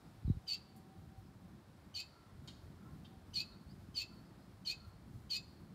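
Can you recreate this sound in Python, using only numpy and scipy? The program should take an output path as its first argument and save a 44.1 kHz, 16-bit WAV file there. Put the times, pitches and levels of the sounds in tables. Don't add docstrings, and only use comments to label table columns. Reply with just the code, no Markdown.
import sys
import numpy as np
from scipy import signal
from scipy.fft import rfft, irfft, next_fast_len
from scipy.io import wavfile
from scipy.ndimage import uniform_filter1d, map_coordinates

SR = 44100
rng = np.random.default_rng(int(sys.argv[2]) if len(sys.argv) > 2 else 0)


def ratio_of_db(decibels):
    return 10 ** (np.asarray(decibels, float) / 20)


def wrap_up_sound(samples):
    columns = np.atleast_2d(samples).T
    tamed = np.clip(columns, -1, 1)
    steps = np.round(tamed * 32767).astype(np.int16)
    wavfile.write(sys.argv[1], SR, steps)


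N = 253134
T = np.arange(N) / SR
NOTE = SR // 3


def unit(x):
    return x / np.sqrt(np.mean(x ** 2) + 1e-20)


def along(points, hz):
    f, value = np.transpose(points)
    return np.interp(np.log(hz + 1), np.log(f + 1), value)


def wobble(rate, size=N):
    knots = rng.standard_normal(int(size * rate / SR) + 4)
    return map_coordinates(knots, [np.arange(size) * rate / SR])


def filtered(x, response):
    m = next_fast_len(len(x) + 8192)
    return irfft(rfft(x, m) * response(np.fft.rfftfreq(m, 1 / SR)), m)[:len(x)]


def noise(spectrum, size=N):
    return unit(filtered(rng.standard_normal(size), lambda hz: ratio_of_db(along(spectrum, hz))))


def add(track, s, x):
    part = track[round(s * SR):][:len(x)]
    part += x[:len(part)]


def puff(hz, db, life):
    u = np.arange(SR // 8) / SR * hz / 1.684
    size = (1 - np.exp(-(u / 0.27) ** 2)) * np.exp(-(u / life) ** 2 / 2)
    return -ratio_of_db(db) * size * np.sin(2 * np.pi * 1.68 * np.log(1 + u))


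def eddies(spectrum, low_hz, high_hz, share):
    single = np.zeros(N)
    for when, pitch, size, side in rng.random((120, 4)):
        swing = puff(low_hz + (high_hz - low_hz) * pitch, -2.3 * np.log(size), 2.34)
        add(single, when * N / SR, np.sign(side - .5) * swing)
    single = filtered(single, lambda hz: np.minimum(1, ratio_of_db(along(spectrum, hz) + 9)))
    lumps = ratio_of_db(2.73 * wobble(9) + 2.4 * wobble(28))
    return unit(unit(lumps * noise(spectrum)) + share * unit(single))


# (t/s, strength level/dB, big over small eddies level/dB)
BUFFET = [(0.0, -60, 0.5), (0.34, -62, 0), (0.51, -66, 1.5), (0.75, -63.5, -3.5), (0.96, -59.5, 1),
          (1.17, -61, 4.5), (1.31, -61, 0.5), (1.77, -61.5, -2), (1.93, -64, 2), (2.14, -65, -1.5),
          (2.48, -57.5, -2.5), (2.59, -57.5, 3), (2.81, -59.5, -1), (3.77, -59, 0.5), (4.65, -62, 0),
          (5.07, -60, 0), (5.45, -59, 3), (5.74, -59, -4)]
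# (f/Hz, level/dB per Hz)
BIG_EDDIES = [(20, -41), (35, -5), (60, -2.5), (100, 4.5), (140, -8), (250, -45.5)]
# (f/Hz, level/dB per Hz)
SMALL_EDDIES = [(80, -29.5), (130, -2), (185, 2), (250, -6), (350, -9.5), (450, -24.5), (700, -48.5)]
# (t/s, start f/Hz, peak level/dB, life/glide times)
GUST = [
    (0.2452, 176, -32.5, 6.8),
    (.277, 248, -27.5, 1.6),
    (.298, 290, -22.5, 2.5),
    (0.321, 110, -37.5, 1.4),
    (0.349, 148, -41, 0.91),
    (0.367, 205, -36, 1.17),
]


def wind():
    s, strength_db, size_db = np.transpose(BUFFET)
    big_db = np.interp(T, s, strength_db + size_db / 2)
    small_db = np.interp(T, s, strength_db - size_db / 2) + 0.5
    out = ratio_of_db(big_db) * eddies(BIG_EDDIES, low_hz=110, high_hz=219, share=0.59)
    out += ratio_of_db(small_db) * eddies(SMALL_EDDIES, low_hz=228, high_hz=492, share=0.57)
    gust = np.zeros(N)
    for s, hz, db, life in GUST:
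        add(gust, s + 0.00091, puff(hz, db, life))
    return out + filtered(gust, lambda f: 1 / (1 + (f / 430) ** 6))


# (t/s, town level/dB, hiss level/dB)
AIR = [(0, -69, -77.5), (1.3, -70.5, -81), (2.1, -69, -79), (5.74, -69.5, -80)]
# (f/Hz, level/dB per Hz)
TRAFFIC = [(200, -16.5), (350, -6), (450, -10), (700, -10), (1100, -12.5), (1400, -14.5), (2000, -19.5),
           (3000, -28.5), (5000, -42.5)]
# (f/Hz, level/dB per Hz)
HISS = [(1180, -19), (2000, -22), (2120, -6.5), (2700, -6), (3210, -3.5), (4010, -1.5), (5230, -4.5),
        (6150, -10), (8170, -10), (10000, -11.5), (15500, -17)]
# (f/Hz, width f/Hz, [(t/s, level/dB)])
HUMS = [
    (766.7, 10.5, [(0, -77.5), (1.2, -75), (1.6, -93), (2.9, -88), (3.12, -67.5), (3.4, -100), (5.74, -92)]),
    (13200, 24, [(0, -99), (.4, -100), (.6, -115), (5.74, -115)]),
]


def town():
    s, town_db, hiss_db = np.transpose(AIR)
    out = ratio_of_db(np.interp(T, s, town_db) + 1.0 + 0.33 * wobble(11.0)) * noise(TRAFFIC)
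    out += ratio_of_db(np.interp(T, s, hiss_db) + 2.5 + 0.22 * wobble(4.7)) * noise(HISS)
    for hz, width_hz, level in HUMS:
        band = filtered(rng.standard_normal(N), lambda f: np.exp(-((f - hz) / width_hz) ** 2))
        out += ratio_of_db(np.interp(T, *np.transpose(level))) * unit(band)
    return out


# (f/Hz, t60 t/s)
HOUSES = [(500, .5), (2500, 0.55), (4400, 0.67), (6500, 0.48), (15000, 0.13)]


def walls(x, near_db, far_db, gap):
    hz, t, z = signal.stft(rng.standard_normal(SR), SR, nperseg=256)
    fade = ratio_of_db(-60 * t / along(HOUSES, hz)[:, None])
    far = signal.istft(z * fade, SR, nperseg=256)[1][:SR]
    near = filtered(rng.standard_normal(SR), lambda f: 1 / (1 + (f / 6000) ** 2))
    near *= ratio_of_db(-60 * T[:SR] / 0.1)
    tail = ratio_of_db(near_db) * near / np.linalg.norm(near) + ratio_of_db(far_db) * far / np.linalg.norm(far)
    return signal.fftconvolve(x, np.r_[1, np.zeros(round(gap * SR)), tail])


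# (t/s, length t/s, start f/Hz, end f/Hz, level/dB)
TWEETS = [
    (.04, .05, 4900, 4800, -82),
    (.235, .1, 4400, 3700, -74),
    (1.258, .014, 5200, 5100, -78),
    (3.3, .02, 5100, 5000, -77),
    (3.515, .025, 3800, 3650, -72),
    (3.68, .05, 4100, 5100, -69),
    (4.245, .025, 5000, 4900, -73),
    (4.39, .07, 5000, 5000, -79),
    (4.415, .02, 4200, 4150, -74),
]


def tweets():
    out = np.zeros(N)
    for s, length, start_hz, end_hz, db in TWEETS:
        u = np.arange(0, length, 1 / SR) / length
        hz = end_hz + (start_hz - end_hz) * (1 - u) ** 1.5 + 110 * wobble(183, size=NOTE)[:len(u)]
        whistle = ratio_of_db(db) * np.sin(np.pi * u) * np.sin(2 * np.pi * np.cumsum(hz) / SR)
        add(out, s, walls(whistle, near_db=-4, far_db=-14, gap=.008))
    return out


def effort(t, s, length, crest_db, swell):
    release_s = .018
    let_go = length - release_s
    spent_db = crest_db + 3.5 - 450 * swell
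    upper = np.interp(t, [0, swell, let_go, length], [crest_db - 23, crest_db, spent_db, spent_db - 18])
    grown = np.minimum(t / let_go, 1)
    released = np.clip((t - let_go) / release_s, 0, 1)
    start_db, lower_crest_db = -82.5, -53
    lower = start_db + (lower_crest_db - start_db) * grown ** 0.83 - 4.5 * released
    lower += 0.76 * s
    middle = np.interp(t, [0, 0.013, let_go, length], [-56.5, -65, -65, -69])
    middle += 8 * np.sin(np.pi * grown) ** 2
    return np.array([upper, lower, middle])


SLUR = [(0, 1), (.12, .92), (.26, .36), (.46, 0), (.66, .3), (.8, 1), (1, .95)]
MIXES = [(1, 1, -1, 1), (1, -1, 1, 1), (0, -1, 2, 1), (1, 1, 0, 1), (1, 2, -1, 1), (1, -1, 0, 1),
         (0, 0, 2, 2), (1, 0, 1, 2), (2, -1, 0, 1), (2, 0, 0, 0), (1, 2, 0, 1), (2, 1, 0, 1), (2, 0, 1, 2),
         (1, 3, 0, 1), (2, 2, 0, 1), (3, 0, 0, 0), (2, 1, 1, 1)]
MIX_DB = [-1.5, -8.5, -9, -6.5, -18, -20.5, -3.5, -9, -12, -24.5, -15.5, -21, -21, -19.5, -17, -32, -31]
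# (f/Hz, level/dB per Hz)
RASP = [(1500, -94), (2200, -18.5), (3300, -15.5), (4300, -5), (5200, -13), (6800, -19), (9000, -23),
        (12000, -33.5), (13700, -27), (15500, -39)]


def chirp(s, length, crest_db, swell, dip):
    t = np.arange(0, length, 1 / SR)
    u = t / length
    slur = uniform_filter1d(np.interp(u, *np.transpose(SLUR)), size=300, mode="nearest")
    reach = np.where(u < .5, 249 + 13000 * swell, 4740 - dip)
    upper_hz = dip + slur * reach
    lower_hz = .571 * dip + slur * 150
    middle_hz = 3016 + 190 * (slur - .3) * np.minimum(u / 0.067, 1)
    hz = np.array([upper_hz, lower_hz, middle_hz])
    unsteady = 0.71 + (1 - 0.71) * u
    hz += [[55], [22], [90]] * unsteady * np.array([wobble(260.2, size=NOTE)[:len(t)] for _ in hz])
    db = effort(t, s, length, crest_db, swell)
    throb_db = [[3], [2.1], [4]]
    db += throb_db * unsteady * np.array([wobble(279, size=NOTE)[:len(t)] for _ in hz])
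    late_db = -25 * np.clip(1 - u / 0.12, 0, 1)
    db[0] += late_db
    phase = 2 * np.pi * np.cumsum(hz, axis=1) / SR
    voices = np.sum(ratio_of_db(db + 2.5) * np.sin(phase), axis=0)
    for (*times, lead), mix_db in zip(MIXES, MIX_DB):
        flicker = 3.2 * wobble(220, size=NOTE)[:len(t)] + times[0] * late_db
        voices += ratio_of_db(db[lead] + mix_db + flicker) * np.sin(times @ phase)
    rasp_db = .5 * (db[0] + np.maximum(db[1], db[2])) - 2.5
    rasp = ratio_of_db(rasp_db) * noise(RASP, size=NOTE)[:len(t)]
    edge = np.clip(np.minimum(t / .003, (length - t) / .005), 0, 1)
    return edge * (voices + rasp)


# (t/s, length t/s, crest level/dB, swell t/s, dip f/Hz)
CHIRPS = [
    (0.467, 0.091, -39.5, 0.019, 4425),
    (1.94, .08, -42.5, .015, 4313),
    (3.333, 0.091, -37.5, 0.03, 4278),
    (3.942, .093, -37, 0.037, 4342),
    (4.648, .085, -39, 0.0267, 4244),
    (5.294, 0.086, -39.5, 0.019, 4272),
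]
# (f/Hz, width f/Hz, level/dB)
NOTCHES = [(5800, 550, -3.5), (7800, 200, -7), (10000, 960, -8.5)]


def chick():
    out = np.zeros(N)
    for s, *call in CHIRPS:
        add(out, s, walls(chirp(s, *call), near_db=-7.0, far_db=-20.0, gap=.008))
    return filtered(out, lambda f: ratio_of_db(sum(db * np.exp(-((f - hz) / width) ** 2) for hz, width, db in NOTCHES)))


# (t/s, level/dB, t60 t/s, lowest f/Hz, highest f/Hz)
SNAPS = [
    (2.476, -54.5, 0.031, 480, 26000),
    (3.047, -65, 0.026, 2700, 5400),
    (.764, -61, 0.011, 10200, 17000),
]
# (f/Hz, level/dB per Hz)
CRACK = [(500, -22), (1040, -9), (2000, -12), (3500, -1), (5500, -7.5), (8000, -15), (15000, -24)]


def snaps():
    out = np.zeros(N)
    t = np.arange(SR // 10) / SR
    echo_db = 4.5
    for s, db, t60, low_hz, high_hz in SNAPS:
        band = lambda f: 1 / (1 + (low_hz / (f + 1)) ** 6) / (1 + (f / high_hz) ** 4)
        crack = ratio_of_db(db - 60 * t / t60) * unit(filtered(noise(CRACK, size=len(t)), band))
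        add(out, s, walls(crack, near_db=echo_db, far_db=echo_db - 4, gap=.004))
    return out


# (t/s, length t/s, level/dB)
CAWS = [
    (2.08, .28, -73.5),
    (2.76, .2, -71.5),
    (3.42, .25, -75),
    (4.05, .22, -76),
    (4.72, .22, -73),
]
# (f/Hz, width f/Hz, level/dB)
THROAT = [(1060, 90, -4), (1345, 80, 0)]


def caws():
    out = np.zeros(N)
    throat = lambda f: sum(ratio_of_db(db) * 1j * f * w / (c * c - f * f + 1j * f * w) for c, w, db in THROAT) ** 2
    for s, length, db in CAWS:
        u = np.arange(0, length, 1 / SR) / length
        rattle = (rng.standard_normal(NOTE) * ratio_of_db(2.8 * wobble(73.4, size=NOTE)))[:len(u)]
        caw = ratio_of_db(db) * np.sqrt(np.sin(np.pi * u)) * unit(filtered(rattle, throat))
        add(out, s, walls(caw, near_db=-13, far_db=-17, gap=.01))
    return out


def scene():
    return (wind() + town() + tweets() + chick() + snaps() + caws())[None]


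def band_limit(x):
    return signal.sosfilt(signal.butter(12, 15690, fs=SR, output="sos"), x)


def record(dry):
    heard = filtered(dry[0], lambda f: (f < 15700) / (1 + (42 / (f + 1)) ** 8))
    return band_limit(heard[None])


dry = scene()
out = record(dry)
wrap_up_sound(out)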